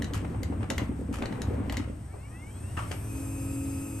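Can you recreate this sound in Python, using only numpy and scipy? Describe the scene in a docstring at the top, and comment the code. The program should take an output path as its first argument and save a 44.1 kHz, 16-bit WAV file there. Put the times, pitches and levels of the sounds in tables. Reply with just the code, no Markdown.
"""Paired knocks, clicks and clatter over a low rumble, then a rising, many-toned whine with a low hum.
A wall-mounted opener lifts a sectional garage door. As it creeps, the drive takes up slack, the panel
joints snap and the door booms. The motor then runs up to a steady speed, its shaft harmonics sweeping
the housing's resonances; a roller clanks in the track. The bare garage echoes the impacts."""
import sys
import numpy as np
from scipy import signal
from scipy.fft import rfft, irfft, next_fast_len
from scipy.io import wavfile
from scipy.ndimage import uniform_filter1d

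SR = 44100
rng = np.random.default_rng(int(sys.argv[2]) if len(sys.argv) > 2 else 0)


def to_wav(s):
    """Save 16-bit WAV."""
    ch = np.atleast_2d(s).T  # columns
    pcm = np.round(np.clip(ch, -1, 1) * 32767)  # PCM
    wavfile.write(sys.argv[1], SR, pcm.astype(np.int16))


N = 176400

# moving door, envelopes: time_s, level_db
RUMBLE_LEVEL = [(0.0, -40), (1.19, -38.5), (1.32, -52), (1.49, -32.5), (1.68, -41), (1.71, -32.5),
                (2.1, -47.5), (3.64, -42.5), (3.68, -56), (4.0, -48)]
BOOM_LEVEL = [(0.0, -39.5), (0.62, -39), (0.71, -42.5), (0.8, -33), (0.92, -42.5), (1.43, -41.5),
              (1.45, -37), (2.45, -47), (2.68, -38), (3.82, -37), (3.84, -46), (4.0, -36.5)]
PANEL_LEVEL = [(0.0, -31.5), (0.02, -41), (1.93, -44), (2.1, -56), (2.67, -51), (3.95, -49.5), (4.0, -51)]
ROLLER_LEVEL = [(0.0, -43), (1.12, -48), (1.32, -40), (1.68, -42), (1.9, -53.5), (2.43, -51), (2.99, -46.5),
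                (4.0, -49)]
# moving door, spectra: freq_hz, gain_db
RUMBLE_COLOUR = [(18, -61), (26, -26), (37, -26), (48, -17), (60, 3.5), (76, 2), (95, -14), (200, -78)]
BOOM_COLOUR = [(40, -41), (70, -5), (90, 4), (122, 1.5), (155, -26), (260, -48.5)]
PANEL_COLOUR = [(100, -57), (150, 8), (235, 5.5), (320, 2), (450, -16), (800, -69)]
ROLLER_COLOUR = [(200, 7.5), (380, 2), (550, 0.5), (800, -0.5), (1500, -8.5), (2600, -15.5), (4000, -30),
                 (7000, -59), (13000, -55)]
# drive resonances: pitch_hz, gain_db, t60_s
KNOCK_MODES = [(270, 2.5, 0.037), (362, -7, 0.027), (212, -12, 0.046), (489, -7.5, 0.033)]
# hinge snaps: start_s, level_db, tilt_db_per_octave
CLICKS = [(0.0215, -28.5, 3), (0.0435, -31.5, 3.5), (.135, -29.5, 3), (0.4314, -28, 3.5),
          (0.7016, -20.5, 4.5), (0.7802, -18, 0.5), (1.223, -22, -2.5), (1.2565, -23.5, -1),
          (1.3249, -25, -3), (1.418, -29.5, 6), (1.697, -25, -0.5), (1.7237, -33.5, 7), (1.7414, -25.5, -2),
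          (1.7696, -23, 2), (2.776, -30, -11), (2.9119, -28, -4)]
# panels and rollers shifting: start_s, level_db, t60_s, tilt_db_per_octave
CLATTERS = [(.141, -34.5, 0.19, 2.5), (.245, -38, 0.06, -3), (.343, -35, 0.073, -6.5),
            (.522, -35, 0.11, -8.5), (.607, -42, 0.24, -3), (.703, -34, 0.18, -9.5),
            (.785, -37.5, 0.29, -4), (1.126, -38.5, 0.34, 2), (1.217, -33, 0.19, -5),
            (1.503, -37.5, 0.42, -32), (1.72, -39, 0.2, -3), (1.775, -44.5, 0.46, -1),
            (2.137, -40.5, 0.14, -13), (2.768, -36.5, 0.29, 0.5), (2.913, -36, 0.13, 2.5)]
# snap and clatter spectra: freq_hz, gain_db
CLICK_COLOUR = [(200, 19), (700, 6.5), (1300, -2.5), (1900, 15), (2400, -7), (2900, 10.5), (3400, -2.5),
                (4000, 6.5), (5000, -6), (6400, -1.5), (8500, -12), (11500, -9.5), (13500, -27.5)]
CLATTER_COLOUR = [(150, -48), (400, 3.5), (800, 5.5), (1300, 5.5), (1900, -1.5), (2900, -1.5), (3800, -14),
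                  (6500, -14.5), (11500, -15), (13500, -44)]
# door lurches: start_s, level_db
THUMPS = [(0.159, -21), (0.366, -23.5), (.448, -21), (0.589, -25), (1.447, -19.5), (1.525, -21.5),
          (1.8, -23)]
# motor shaft: time_s, speed_hz
SHAFT_SPEED = [(1.88, 20.4), (2.1, 36), (2.4, 57.2), (2.7, 78), (3.075, 103), (3.15, 105.6), (3.22, 106.35),
               (3.35, 106.4), (3.5, 106.75), (3.72, 106.98), (3.88, 106.55), (4, 106.6)]
# housing response to ordinary and to rotor-slot harmonics: freq_hz, level_db
HOUSING = [(100, -58), (210, -52), (320, -46), (450, -58), (700, -70), (1300, -76), (2200, -77),
           (2700, -71), (3100, -79), (4000, -88), (5700, -75), (7100, -80), (7700, -71), (8400, -65),
           (9000, -67), (9600, -76), (11300, -69), (12800, -76)]
SLOT_RESPONSE = [(300, -58), (520, -51), (650, -68), (1000, -78), (1230, -62), (1450, -73), (1900, -67),
                 (2250, -62), (2450, -70), (2750, -61), (3100, -72), (4000, -84), (4220, -65), (4450, -86),
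                 (7600, -74), (8250, -52), (9700, -76), (11500, -63), (13000, -80)]
# shaft harmonics driven by the rotor slots: order
SLOT_ORDERS = (24, 36, 48, 60, 96, 108, 120)
# prominent harmonics at full speed, before lift: pitch_hz, level_db
LOW_TONES = [(425.3, -58), (532.9, -55), (1281, -66), (2245, -76), (2449, -69), (2562, -66), (2670, -68),
             (4910, -76), (5879, -76), (6406, -68)]
HIGH_TONES = [(7580, -63), (7687, -65), (7887, -70), (8123, -63), (8220, -70), (8328, -75), (8436, -67),
              (8527, -71), (8861, -65), (8952, -63), (9378, -70)]
TOP_TONES = [(11100, -71), (11208, -72), (11440, -73), (11978, -70)]
# their lift: freq_hz, gain_db
TONE_LIFT = [(500, 3), (2500, 6.5), (7500, 8)]
# bearing spectra: freq_hz, gain_db
HISS_COLOUR = [(3000, -27), (4300, -23), (5700, -14), (6900, -18), (8300, 0), (9000, -4), (9700, -16),
               (11400, -16), (13300, -45)]
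FIZZ_COLOUR = [(7000, -30), (8300, -4), (11400, 0), (12400, -4), (13200, -30)]
# steel track resonances: pitch_hz, gain_db, t60_s
CLANK_MODES = [(882, -2.5, 0.18), (1170, -1.5, 0.32), (1315, -0.5, 0.25), (1587, -2, 0.13),
               (1780, 1, 0.069), (2710, 2, 0.054)]
# gear hum envelope, before speed scaling: time_s, level_db
GEAR_LEVEL = [(2.9, -60), (2.952, -67), (3.208, -32.5), (3.246, -39.5), (3.666, -33), (4.0, -41.5)]
# room decay: freq_hz, t60_s
GARAGE_DECAY = [(200, 0.16), (2000, 0.39), (10000, 0.12)]
# left-right likeness of noise: freq_hz, correlation
COHERENCE = [(100, 1), (250, 0.89), (500, 0.18), (1000, 0.19), (2000, 0.41), (4000, 0.35), (8000, 1),
             (12000, 0.14)]
# left microphone over right: freq_hz, gain_db
MIC_BALANCE = [(60, 0), (250, 1.2), (1500, 2.5), (4000, 4), (8000, 2), (12000, -0.5)]
# treble notch: freq_hz, gain_db
MIC_NOTCH = [(9400, 1), (9900, -7.5), (10250, -26), (10650, -6), (11100, 0.5)]
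# left microphone's lead: freq_hz, phase_rad
MIC_LEAD = [(100, 0), (2500, .4), (8000, 1.1), (11500, .6)]

FULL_SPEED_HZ = 106.8


def amp(db):
    """Decibels to gain."""
    return 10 ** (np.asarray(db) / 20)


def along(points, hz):
    """Interpolate (freq_hz, value) rows on a log axis."""
    freq_hz, values = np.transpose(points)
    return np.interp(np.log(hz + 1), np.log(freq_hz + 1), values)


def curve(rows):
    """Interpolate (time_s, value) rows per sample."""
    return np.interp(np.arange(N) / SR, *np.transpose(rows))


def wobble(rate_hz):
    """Random curve through Gaussian knots."""
    return np.interp(np.arange(N) * rate_hz / SR, np.arange(4096), rng.standard_normal(4096))


def filtered(x, response):
    """Apply a frequency response."""
    size = x.shape[-1]
    padded = next_fast_len(size + 8192)
    return irfft(rfft(x, padded) * response(np.fft.rfftfreq(padded, 1 / SR)), padded)[..., :size]


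def noise(colour, size=N, tilt_db=0, spread=1):
    """Coloured stereo noise, rms 1; tilt per octave above 500 Hz; spread 0 is mono."""
    def response(hz):
        width_rad = spread * np.arccos(np.clip(along(COHERENCE, hz), -1, .995)) / 2
        gain = amp(along(colour, hz) + tilt_db * np.log2(np.maximum(hz, 500) / 1000))
        return gain * [np.cos(width_rad), np.sin(width_rad)]

    mid, side = filtered(rng.standard_normal((2, size)), response)
    stereo = np.array([mid + side, mid - side])
    return stereo / np.sqrt(np.mean(stereo ** 2) + 1e-20)


def even(x):
    """Flatten the chance swells of noise."""
    power = uniform_filter1d(np.mean(x ** 2, axis=0), size=SR // 12)
    return x / np.sqrt(np.abs(power) + 1e-6)


def add(track, start_s, sound):
    """Mix a sound in."""
    part = track[..., max(round(start_s * SR), 0):][..., :sound.shape[-1]]
    part += sound[..., :part.shape[-1]]


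def moving_door():
    """The door rumbles and booms, its panels drone, its rollers run in the track."""
    rumble = amp(curve(RUMBLE_LEVEL)) * even(noise(RUMBLE_COLOUR))
    boom = amp(curve(BOOM_LEVEL)) * even(noise(BOOM_COLOUR))
    panels = amp(curve(PANEL_LEVEL)) * noise(PANEL_COLOUR)
    rollers = amp(curve(ROLLER_LEVEL) + 0.42 * wobble(33.86)) * noise(ROLLER_COLOUR)
    return rumble + boom + panels + rollers


def drive_knocks(count=20, first_s=.0075, period_s=.0982, pair_s=.022, attack_s=.0035, level_db=-23):
    """The creeping drive takes up slack in regular double knocks."""
    out, t = np.zeros(N), np.arange(SR // 8) / SR
    attack = 1 - np.exp(-(t / attack_s) ** 2)
    for k in range(count):
        for delay_s in (0, pair_s):
            ring = np.zeros(len(t))
            for hz, db, t60_s in KNOCK_MODES:
                decay = amp(db + rng.normal(0, 2.95) - 60 * t / t60_s)
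                ring += decay * np.sin(2 * np.pi * hz * rng.normal(1, 0.047) * t)
            add(out, first_s + k * period_s + delay_s, amp(level_db) * ring * attack)
    return out


def hinge_clicks(attack_s=.0004, crack_t60_s=0.019, tail_t60_s=0.13, tail_db=-16.5, trim_db=-1.5):
    """Each hinge snaps at its own pitch and leaves a short metallic tail."""
    out, t = np.zeros((2, N)), np.arange(SR // 3) / SR
    attack = 1 - np.exp(-t / attack_s)
    for start_s, db, tilt_db in CLICKS:
        colour = np.array(CLICK_COLOUR) * [rng.lognormal(0, 0.1), 1]
        crack = amp(-60 * t / crack_t60_s) * noise(colour, len(t), tilt_db, spread=0.23)
        tail = amp(tail_db - 60 * t / tail_t60_s) * noise(CLICK_COLOUR, len(t), tilt_db)
        add(out, start_s, amp(db + trim_db) * (crack + tail) * attack)
    return out


def panel_clatter(attack_s=0.0019, grain_db=3.5):
    """Panels and rollers shift in grainy bursts."""
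    out, t = np.zeros((2, N)), np.arange(SR // 3) / SR
    attack = 1 - np.exp(-t / attack_s)
    for start_s, db, t60_s, tilt_db in CLATTERS:
        decay = amp(db - 60 * t / t60_s + grain_db * wobble(249)[:len(t)])
        add(out, start_s, attack * decay * noise(CLATTER_COLOUR, len(t), tilt_db))
    return out


def panel_thumps(attack_s=0.0081, t60_s=0.22):
    """Each lurch sets a panel booming briefly."""
    out, t = np.zeros(N), np.arange(SR // 3) / SR
    attack = 1 - np.exp(-t / attack_s)
    for start_s, db in THUMPS:
        pitch_hz = rng.normal(98.7, 10.2)
        add(out, start_s, amp(db - 60 * t / t60_s) * attack * np.sin(2 * np.pi * pitch_hz * t))
    return out


def motor_whine(speed_hz, shaft_rad, waver_db=1.8):
    """Shaft harmonics sweep the housing's resonances; rotor slots sing during the run-up."""
    grid = np.arange(0, N, 128)
    grid_hz = speed_hz[grid]
    pace = grid_hz / FULL_SPEED_HZ
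    run_up = np.clip((grid_hz - grid_hz[0]) / 2, 0, 1) * (1 - pace ** 30)
    prominent_db = {round(hz / FULL_SPEED_HZ): db + along(TONE_LIFT, hz)
                    for hz, db in LOW_TONES + HIGH_TONES + TOP_TONES}
    out = np.zeros((2, N))
    for order in range(2, 122):
        hz = order * grid_hz
        usual_db = along(HOUSING, order * FULL_SPEED_HZ)
        full_speed_db = prominent_db.get(order, usual_db + rng.normal(-1, 2))
        db = along(HOUSING, hz) + (full_speed_db - usual_db) * pace ** 16
        growth = along([(500, 2.6), (7000, 2)], hz)  # low tones grow faster with speed
        gain = amp(db) * pace ** growth
        if order in SLOT_ORDERS:
            slot_gain = amp(along(SLOT_RESPONSE, hz) + 4.8 * wobble(20)[grid])
            gain += slot_gain * run_up * np.minimum(1, pace * 100 / order)
        waver = amp(waver_db * (2 if 20 < order < 62 else 1) * wobble(70))
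        envelope = np.interp(np.arange(N), grid, gain) * waver
        phase_rad = order * shaft_rad + rng.uniform(0, 2 * np.pi)
        stereo_rad = rng.normal(0, .3) * np.array([[1], [-1]])
        out += envelope * np.sin(phase_rad + stereo_rad)
    return out


def bearing_hiss(pace, hiss_db=-58, fizz_db=-58.5):
    """Bearing noise grows with speed, its bright fizz fastest."""
    hiss = amp(hiss_db) * pace ** .5 * noise(HISS_COLOUR, spread=.5)
    fizz = amp(fizz_db) * pace ** 2 * noise(FIZZ_COLOUR, spread=.45)
    return amp(wobble(40.3)) * (hiss + fizz)


def roller_clank(start_s=2.772, level_db=-34.5, attack_s=0.0028):
    """A roller knocks into the curve of the steel track."""
    out, t = np.zeros((2, N)), np.arange(SR // 4) / SR
    attack = 1 - np.exp(-t / attack_s)
    for hz, db, t60_s in CLANK_MODES:
        jitter_rad = 1.64 * np.array([wobble(158), wobble(147)])[:, :len(t)]
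        ring = np.sin(2 * np.pi * hz * t + jitter_rad)
        add(out, start_s, amp(level_db + db - 60 * t / t60_s) * attack * ring)
    return out


def gear_hum(pace, shaft_rad, order=2.571):
    """The gear's low tone follows the shaft and emerges near full speed."""
    envelope = amp(curve(GEAR_LEVEL) + 1.3 * wobble(14)) * pace ** 4
    return envelope * np.sin(order * shaft_rad + .2 * wobble(20))


def garage_echo(x, level_db=-8, delay_samples=200):
    """The room's tail, each frequency dying at its own rate."""
    hz, t, spectrum = signal.stft(rng.standard_normal((2, SR // 2)), SR, nperseg=256)
    decay = amp(-60 * t / along(GARAGE_DECAY, hz)[:, None])
    tail = signal.istft(spectrum * decay, SR, nperseg=256)[1]
    tail /= np.linalg.norm(tail[0])
    delayed = np.pad(x.mean(0), (delay_samples, 0))[None]
    return amp(level_db) * signal.fftconvolve(delayed, tail, axes=1)[:, :N]


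def scene():
    """Impacts and their echo over the motor and the moving door."""
    impacts = hinge_clicks() + panel_clatter() + drive_knocks() + roller_clank()
    echo = garage_echo(impacts)
    speed_hz = curve(SHAFT_SPEED)
    shaft_rad = 2 * np.pi * np.cumsum(speed_hz * (1 + .0002 * wobble(40))) / SR
    pace = speed_hz / FULL_SPEED_HZ
    motor = motor_whine(speed_hz, shaft_rad) + gear_hum(pace, shaft_rad) + bearing_hiss(pace)
    return impacts + echo + motor + moving_door() + panel_thumps()


def record(dry, lowpass_hz=12900):
    """Two close microphones, the left nearer, with a treble notch; a low-pass then cuts the top treble."""
    def response(hz):
        side = np.array([[.5], [-.5]])
        gain = amp(side * along(MIC_BALANCE, hz) + along(MIC_NOTCH, hz))
        lead = np.exp(1j * along(MIC_LEAD, hz) * side)
        return gain * lead / np.sqrt(1 + (hz / lowpass_hz) ** 100)

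    return filtered(dry, response)


dry = scene()
out = record(dry)
to_wav(out)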